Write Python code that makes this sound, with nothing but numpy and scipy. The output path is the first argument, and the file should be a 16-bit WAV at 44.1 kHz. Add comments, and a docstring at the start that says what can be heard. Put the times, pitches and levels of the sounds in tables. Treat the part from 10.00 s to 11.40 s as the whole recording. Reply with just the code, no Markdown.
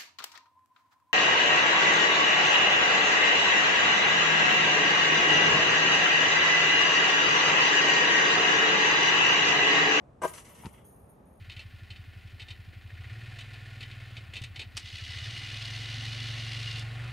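"""Light wind blows over an open field. A ball bangs into a wooden backboard on a pole and judders in the
hoop, a quick run of knocks that ring the wood and the rim. It drops through the chain net, which
thrashes in bright surges as link strikes link. The ball is caught with a dull thump between two soft
footfalls; the hoop sings faintly for a moment, and the slack chain swings on with a thin jingle."""
import sys
import numpy as np
from scipy import signal
from scipy.io import wavfile
from scipy.ndimage import uniform_filter1d

SR = 44100
rng = np.random.default_rng(int(sys.argv[2]) if len(sys.argv) > 2 else 0)


def waveform_to_disk(signal):
    """Save audio, clipped to [-1, 1], as 16-bit WAV at the path in sys.argv[1]."""
    frames = np.transpose(np.atleast_2d(signal))
    scaled = np.clip(frames, -1, 1) * 32767
    samples = np.round(scaled).astype(np.int16)
    wavfile.write(sys.argv[1], SR, samples)


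N = 61739
T = np.arange(N) / SR
SIDE = np.array([[1], [-1]])  # adds to the left, subtracts from the right

# ball hitting board and hoop: (time [s], level [dB], brightness [dB/octave])
KNOCK_HITS = [(0.218, -34, 6), (0.2205, -31.5, -0.8), (0.2316, -29, 7), (0.2367, -23.5, 2.5),
              (0.2436, -42, 11.5), (0.2467, -22, -3.5), (0.253, -25.5, 2), (0.2583, -36, 3)]
# modes of board and hoop: (frequency [Hz], level [dB], t60 [s])
BOARD_MODES = [(155, -37, 0.46), (375, -12.5, 0.12), (455, -12, 0.072), (544, -3, 0.053),
               (595, -3.5, 0.028), (656, -1.5, 0.054), (811, -15.5, 0.088), (1009, 4, 0.029),
               (1082.6, -5.5, 0.055), (1146, -16, 0.067), (1230, -22.8, 0.24), (1380, -47, 0.019),
               (1580, -13.5, 0.064), (1920, -17.5, 0.012)]
# surges of the net: (time [s], bright clash [dB], lower clatter [dB], t60 [s])
NET_SURGES = [(0.215, -52, -49, 0.41), (0.236, -47, -46.5, 0.16), (0.272, -53, -53, 0.18),
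              (0.33, -50, -51.5, 0.31), (0.373, -50, -49.5, .15), (0.444, -57.5, -57, 0.29),
              (0.482, -67.5, -60, 0.74), (0.543, -61.5, -61.5, 0.3), (0.579, -64.5, -59.5, 0.61),
              (0.649, -60, -58, 0.2), (0.729, -70.5, -63, 0.34), (0.771, -77, -64.5, 0.25),
              (0.842, -78.5, -102, 1)]
# colour of the bright clash: (frequency [Hz], level [dB])
CLASH_EQ = [(4000, -3), (5000, -5), (6000, -0.5), (6800, -5.5), (7700, 2), (8800, -1.5), (10500, 1.5),
            (11700, -5)]
# colour of the lower clatter: (frequency [Hz], level [dB])
CLATTER_EQ = [(950, 2.5), (1250, -1), (1600, -6.5), (2100, 1.5), (2450, -7), (2900, -0.5), (3600, -10.5)]
# link modes that ring clear of the clash: (frequency [Hz], level [dB])
CLEAR_TONES = [(5132, -6), (5928, 1.5), (6200, -11), (6980, -3)]
# hard snaps of the chain: (time [s], level [dB], pitch [Hz])
CHAIN_SNAPS = [(0.221, -44, 8240), (0.2344, -43, 6150), (0.2774, -47, 6930), (0.2935, -46, 9500)]
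# swings of the slack net: (time [s], level [dB], t60 [s])
NET_SWINGS = [(0.228, -50.5, 0.71), (0.481, -62.5, 1.33), (0.614, -60, 0.43), (0.722, -64.5, 0.24),
              (0.842, -62, 0.84), (0.93, -75, 1.2), (1.089, -63.5, 0.2), (1.249, -75, 3.1)]
# modes of a free link: (frequency [Hz], mid [dB], side [dB])
LINK_MODES = [(6490, -16.5, -34), (9590, -1.5, -3.5), (11670, -5.5, -4), (14200, -25, -1.5)]
# ball landing in the hands: (time [s], thump [dB], slap [dB], ring [dB])
CATCH_HITS = [(0.6365, -69, -70, -48), (0.6437, -60, -57.5, -50.5), (0.6501, -38, -58, -47),
              (0.6569, -39, -41, -46.5), (0.6656, -34, -56, -46)]
# thump against hands and chest: (frequency [Hz], level [dB], t60 [s])
THUMP_MODES = [(82.5, 6, 0.036), (188, 6, 0.029), (350, -6.5, 0.031)]
# air inside the ball: (frequency [Hz], level [dB], t60 [s])
BALL_MODES = [(899, 0, 0.042), (950, 0.5, 0.038), (1270, -5, 0.025), (2090, -13, 0.017)]
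# soft steps on turf: (time [s], level [dB])
FOOTFALLS = [(0.598, -57), (1.203, -50)]
# colour of the breeze: (frequency [Hz], relative density [dB])
WIND_EQ = [(25, -25), (36, -11.5), (59, 1.5), (185, -4), (331, -12.5), (466, -6), (505, -9), (939, -14.5),
           (1150, -21.5), (3000, -40.5), (3900, -85)]
# gentle swell of the breeze: (time [s], gain [dB])
WIND_SWELL = [(0, 1.5), (0.17, 0), (0.4, 1.5), (0.8, 1.5), (1.4, .5)]
# colour of the dry grass: (frequency [Hz], relative density [dB])
GRASS_EQ = [(1500, -2.5), (2500, 1.5), (4000, -4.5), (7500, -2), (11500, -7), (13000, -25)]
# stereo image of the air: (frequency [Hz], left-right correlation [0..1])
AIR_CORRELATION = [(40, 0.94), (200, 0.96), (600, 0.17), (1500, 0.063), (8000, 0.77)]


def backboard():
    """Knocks ring board and hoop, the bright ones with a dry crack; near reflections widen the hit."""
    times, db, tilt = np.transpose(KNOCK_HITS)
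    body = 0
    for k, (hz, mode_db, t60) in enumerate(BOARD_MODES):
        octaves = np.log2(hz / 750)
        uneven_db = 1.56 * rng.standard_normal(len(times))
        strikes = clicks(times, db + mode_db + tilt * octaves + uneven_db)
        body = body + (-1) ** k * pan(2.5 - 0.5 * octaves) * ring(strikes, hz, t60)
    crack = bursts(times, db + tilt - 21.5, t60=0.027, low_hz=1230, high_hz=2570)
    hit = band(body, 122, 2670) + pan(2.5) * crack
    near = reflections(hit.mean(0, keepdims=True), db=-4, t60=0.04, low_hz=760, high_hz=3700)
    return hit + near[0] * SIDE


def chain_thrash():
    """The ball drags through the net in surges: bright clash, clear tones, lower clatter, hard snaps."""
    top_hz, detune, link_t60 = 12055, 0.0069, 0.047
    surges = [from_db([[high], [low]]) * surge(s, t60) for s, high, low, t60 in NET_SURGES]
    clash_env, clatter_env = np.sqrt(sum(env ** 2 for env in surges))
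    clash_hz = np.linspace(3800, top_hz, num=52)
    clash = rattle(clash_hz * rng.normal(1, detune, len(clash_hz)), at_hz(CLASH_EQ, clash_hz), link_t60)
    clash = signal.sosfilt(signal.butter(20, top_hz, fs=SR, output="sos"), clash)
    tones = from_db(-8) * rattle(*np.transpose(CLEAR_TONES), t60=0.1)
    clatter_hz = np.linspace(CLATTER_EQ[0][0], CLATTER_EQ[-1][0], num=16)
    clatter_db = at_hz(CLATTER_EQ, clatter_hz)
    clatter = rattle(clatter_hz * rng.normal(1, detune, len(clatter_hz)), clatter_db, link_t60)
    snaps = sum(bursts([s], [db], t60=0.037, low_hz=hz * 0.96, high_hz=hz * 1.053)
                for s, db, hz in CHAIN_SNAPS)
    return pan(1.4) * (clash_env * (clash + tones) + snaps) + pan(2.5) * clatter_env * clatter


def chain_jingle():
    """Slack links of nearly equal size touch and ring freely with each swing of the net."""
    tunings = 1 + 0.0097 * np.linspace(-1, 1, num=5)
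    jingle = 0
    for hz, mid_db, side_db in LINK_MODES:
        links = sum(ring(contacts(per_s=300) * rng.standard_normal((2, N)), hz * tuning, t60=0.035)
                    for tuning in tunings)
        mid, side = band(links, hz * 0.915, hz * 1.085)
        jingle = jingle + from_db(mid_db) * mid + from_db(side_db) * side * SIDE
    swing_env = np.sqrt(sum((from_db(db) * surge(s, t60)) ** 2 for s, db, t60 in NET_SWINGS))
    return swing_env * compress(jingle)


def catch():
    """The ball meets hands and chest with a thump, a slap and a hollow ring; feet thud on the turf."""
    times, thump_db, slap_db, ring_db = np.transpose(CATCH_HITS)
    impacts = clicks(times, thump_db) + clicks(*np.transpose(FOOTFALLS))
    thump = sum(from_db(db) * ring(impacts, hz, t60) for hz, db, t60 in THUMP_MODES)
    thump = band(thump, 56, 2500)
    thump = band(thump, 41, SR / 2)  # trim the sub-bass
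    hollow = sum(ring(clicks(times, ring_db + db), hz, t60) for hz, db, t60 in BALL_MODES)
    slap = bursts(times, slap_db, t60=0.027, low_hz=770, high_hz=3430)
    return thump + pan(7) * (hollow + slap)


def hoop_tone():
    """Sliding links keep one faint mode of the hoop singing: it swells, holds and is damped."""
    start_s, end_s, fade_s = 0.7, 0.887, 0.033
    hold = np.clip(np.minimum(T - start_s, end_s - T) / fade_s, 0, 1)
    return pan(2.5) * from_db(-78) * hold * rattle([3280], [0], t60=0.1)


def reflections(x, db, t60, low_hz, high_hz):
    """A diffuse, band-limited tail off the ground and trees."""
    tail = rng.standard_normal((2, N)) * from_db(-60 * T / t60)
    wet = signal.fftconvolve(x, rms_one(tail) / np.sqrt(N), axes=1)[:, :N]
    return from_db(db) * band(wet, low_hz, high_hz)


def wind():
    """The bed: a low rumble of breeze and a faint hiss of dry grass."""
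    swell_db = np.interp(T, *np.transpose(WIND_SWELL))
    rumble = from_db(-56 + swell_db) * band(air_noise(WIND_EQ), 41, 8000)
    return rumble + from_db(-84) * air_noise(GRASS_EQ)


def air_noise(spectrum):
    """Half-octave bands of noise, each with its own level and stereo width."""
    air, edges = 0, 20 * 2 ** (np.arange(20) / 2)
    white = rng.standard_normal((2, 2, N))
    for k, (low, high) in enumerate(zip(edges, edges[1:])):
        mid, side = band(white[k % 2], low, high)
        hz = np.sqrt(low * high)
        alike = at_hz(AIR_CORRELATION, hz)
        stereo = np.sqrt(1 + alike) * mid + np.sqrt(1 - alike) * side * SIDE
        air = air + from_db(at_hz(spectrum, hz)) * stereo
    return rms_one(air)


def rattle(pitches, levels_db, t60, width=0.56):
    """Dense contacts ring damped metal modes, spread between left and right."""
    hits, metal = contacts(per_s=1800), 0
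    for hz, db in zip(pitches, levels_db):
        mid, side = ring(hits * rng.standard_normal((2, N)), hz, t60)
        metal = metal + from_db(db) * (mid + width * side * SIDE)
    return compress(metal)


def contacts(per_s):
    """Random link-on-link ticks of uneven strength."""
    accent_db = 2 * np.minimum(rng.exponential(1, N), 4)
    ticks = from_db(accent_db) * rng.choice([-1, 1], N)
    return ticks * (rng.random(N) < per_s / SR)


def compress(x):
    """Even out the power of a stereo rattle over 30 ms."""
    power = uniform_filter1d(x.mean(0) ** 2, size=SR // 33)
    return x / np.sqrt(power + .05 * np.mean(x ** 2))


def surge(start_s, t60, attack_s=0.0096):
    """An envelope with a fast attack and a steady decay."""
    attack = np.clip((T - start_s) / attack_s, 0, 1)
    return attack * from_db(-60 * np.maximum(T - start_s - attack_s, 0) / t60)


def bursts(times, db, t60, low_hz, high_hz):
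    """A short, dying puff of noise at each contact."""
    decay = signal.lfilter([1], [1, -from_db(-60 / (t60 * SR))], clicks(times, db) + 1e-18)
    return band(decay * rng.standard_normal(N), low_hz, high_hz) * np.sqrt(SR / 2 / (high_hz - low_hz))


def ring(x, hz, t60):
    """A resonator: each click sets off a dying sine."""
    r, w = from_db(-60 / (t60 * SR)), 2 * np.pi * hz / SR
    return signal.lfilter([0, np.sin(w)], [1, -2 * r * np.cos(w), r * r], x + 1e-18)


def clicks(times, db):
    """One impulse per event."""
    return np.bincount((np.asarray(times) * SR).astype(int), from_db(db), N)[:N]


def band(x, low_hz, high_hz):
    """Butterworth band-pass."""
    sos = signal.butter(2, [low_hz, min(high_hz, SR / 2 - 10)], "band", fs=SR, output="sos")
    return signal.sosfilt(sos, x)


def pan(db):
    """Channel gains for a left-minus-right level."""
    return from_db(SIDE * db / 2)


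def at_hz(curve, hz):
    """Read a curve on a log-frequency axis."""
    curve_hz, values = np.transpose(curve)
    return np.interp(np.log(hz), np.log(curve_hz), values)


def rms_one(x):
    """Scale to unit power."""
    return x / np.sqrt(np.mean(x ** 2) + 1e-20)


def from_db(db):
    """Decibels to gain."""
    return 10 ** (np.asarray(db) / 20)


def scene():
    """The shot, left of centre, with a light outdoor tail over the wind bed."""
    shot = backboard() + chain_thrash() + hoop_tone() + chain_jingle() + catch()
    return shot + reflections(shot, db=-17.5, t60=0.52, low_hz=200, high_hz=3000) + wind()


def record(dry):
    """A steep high cut on the mix."""
    cutoff_hz = 14750
    return signal.sosfilt(signal.ellip(10, .2, 80, cutoff_hz, fs=SR, output="sos"), dry)


dry = scene()
out = record(dry)
waveform_to_disk(out)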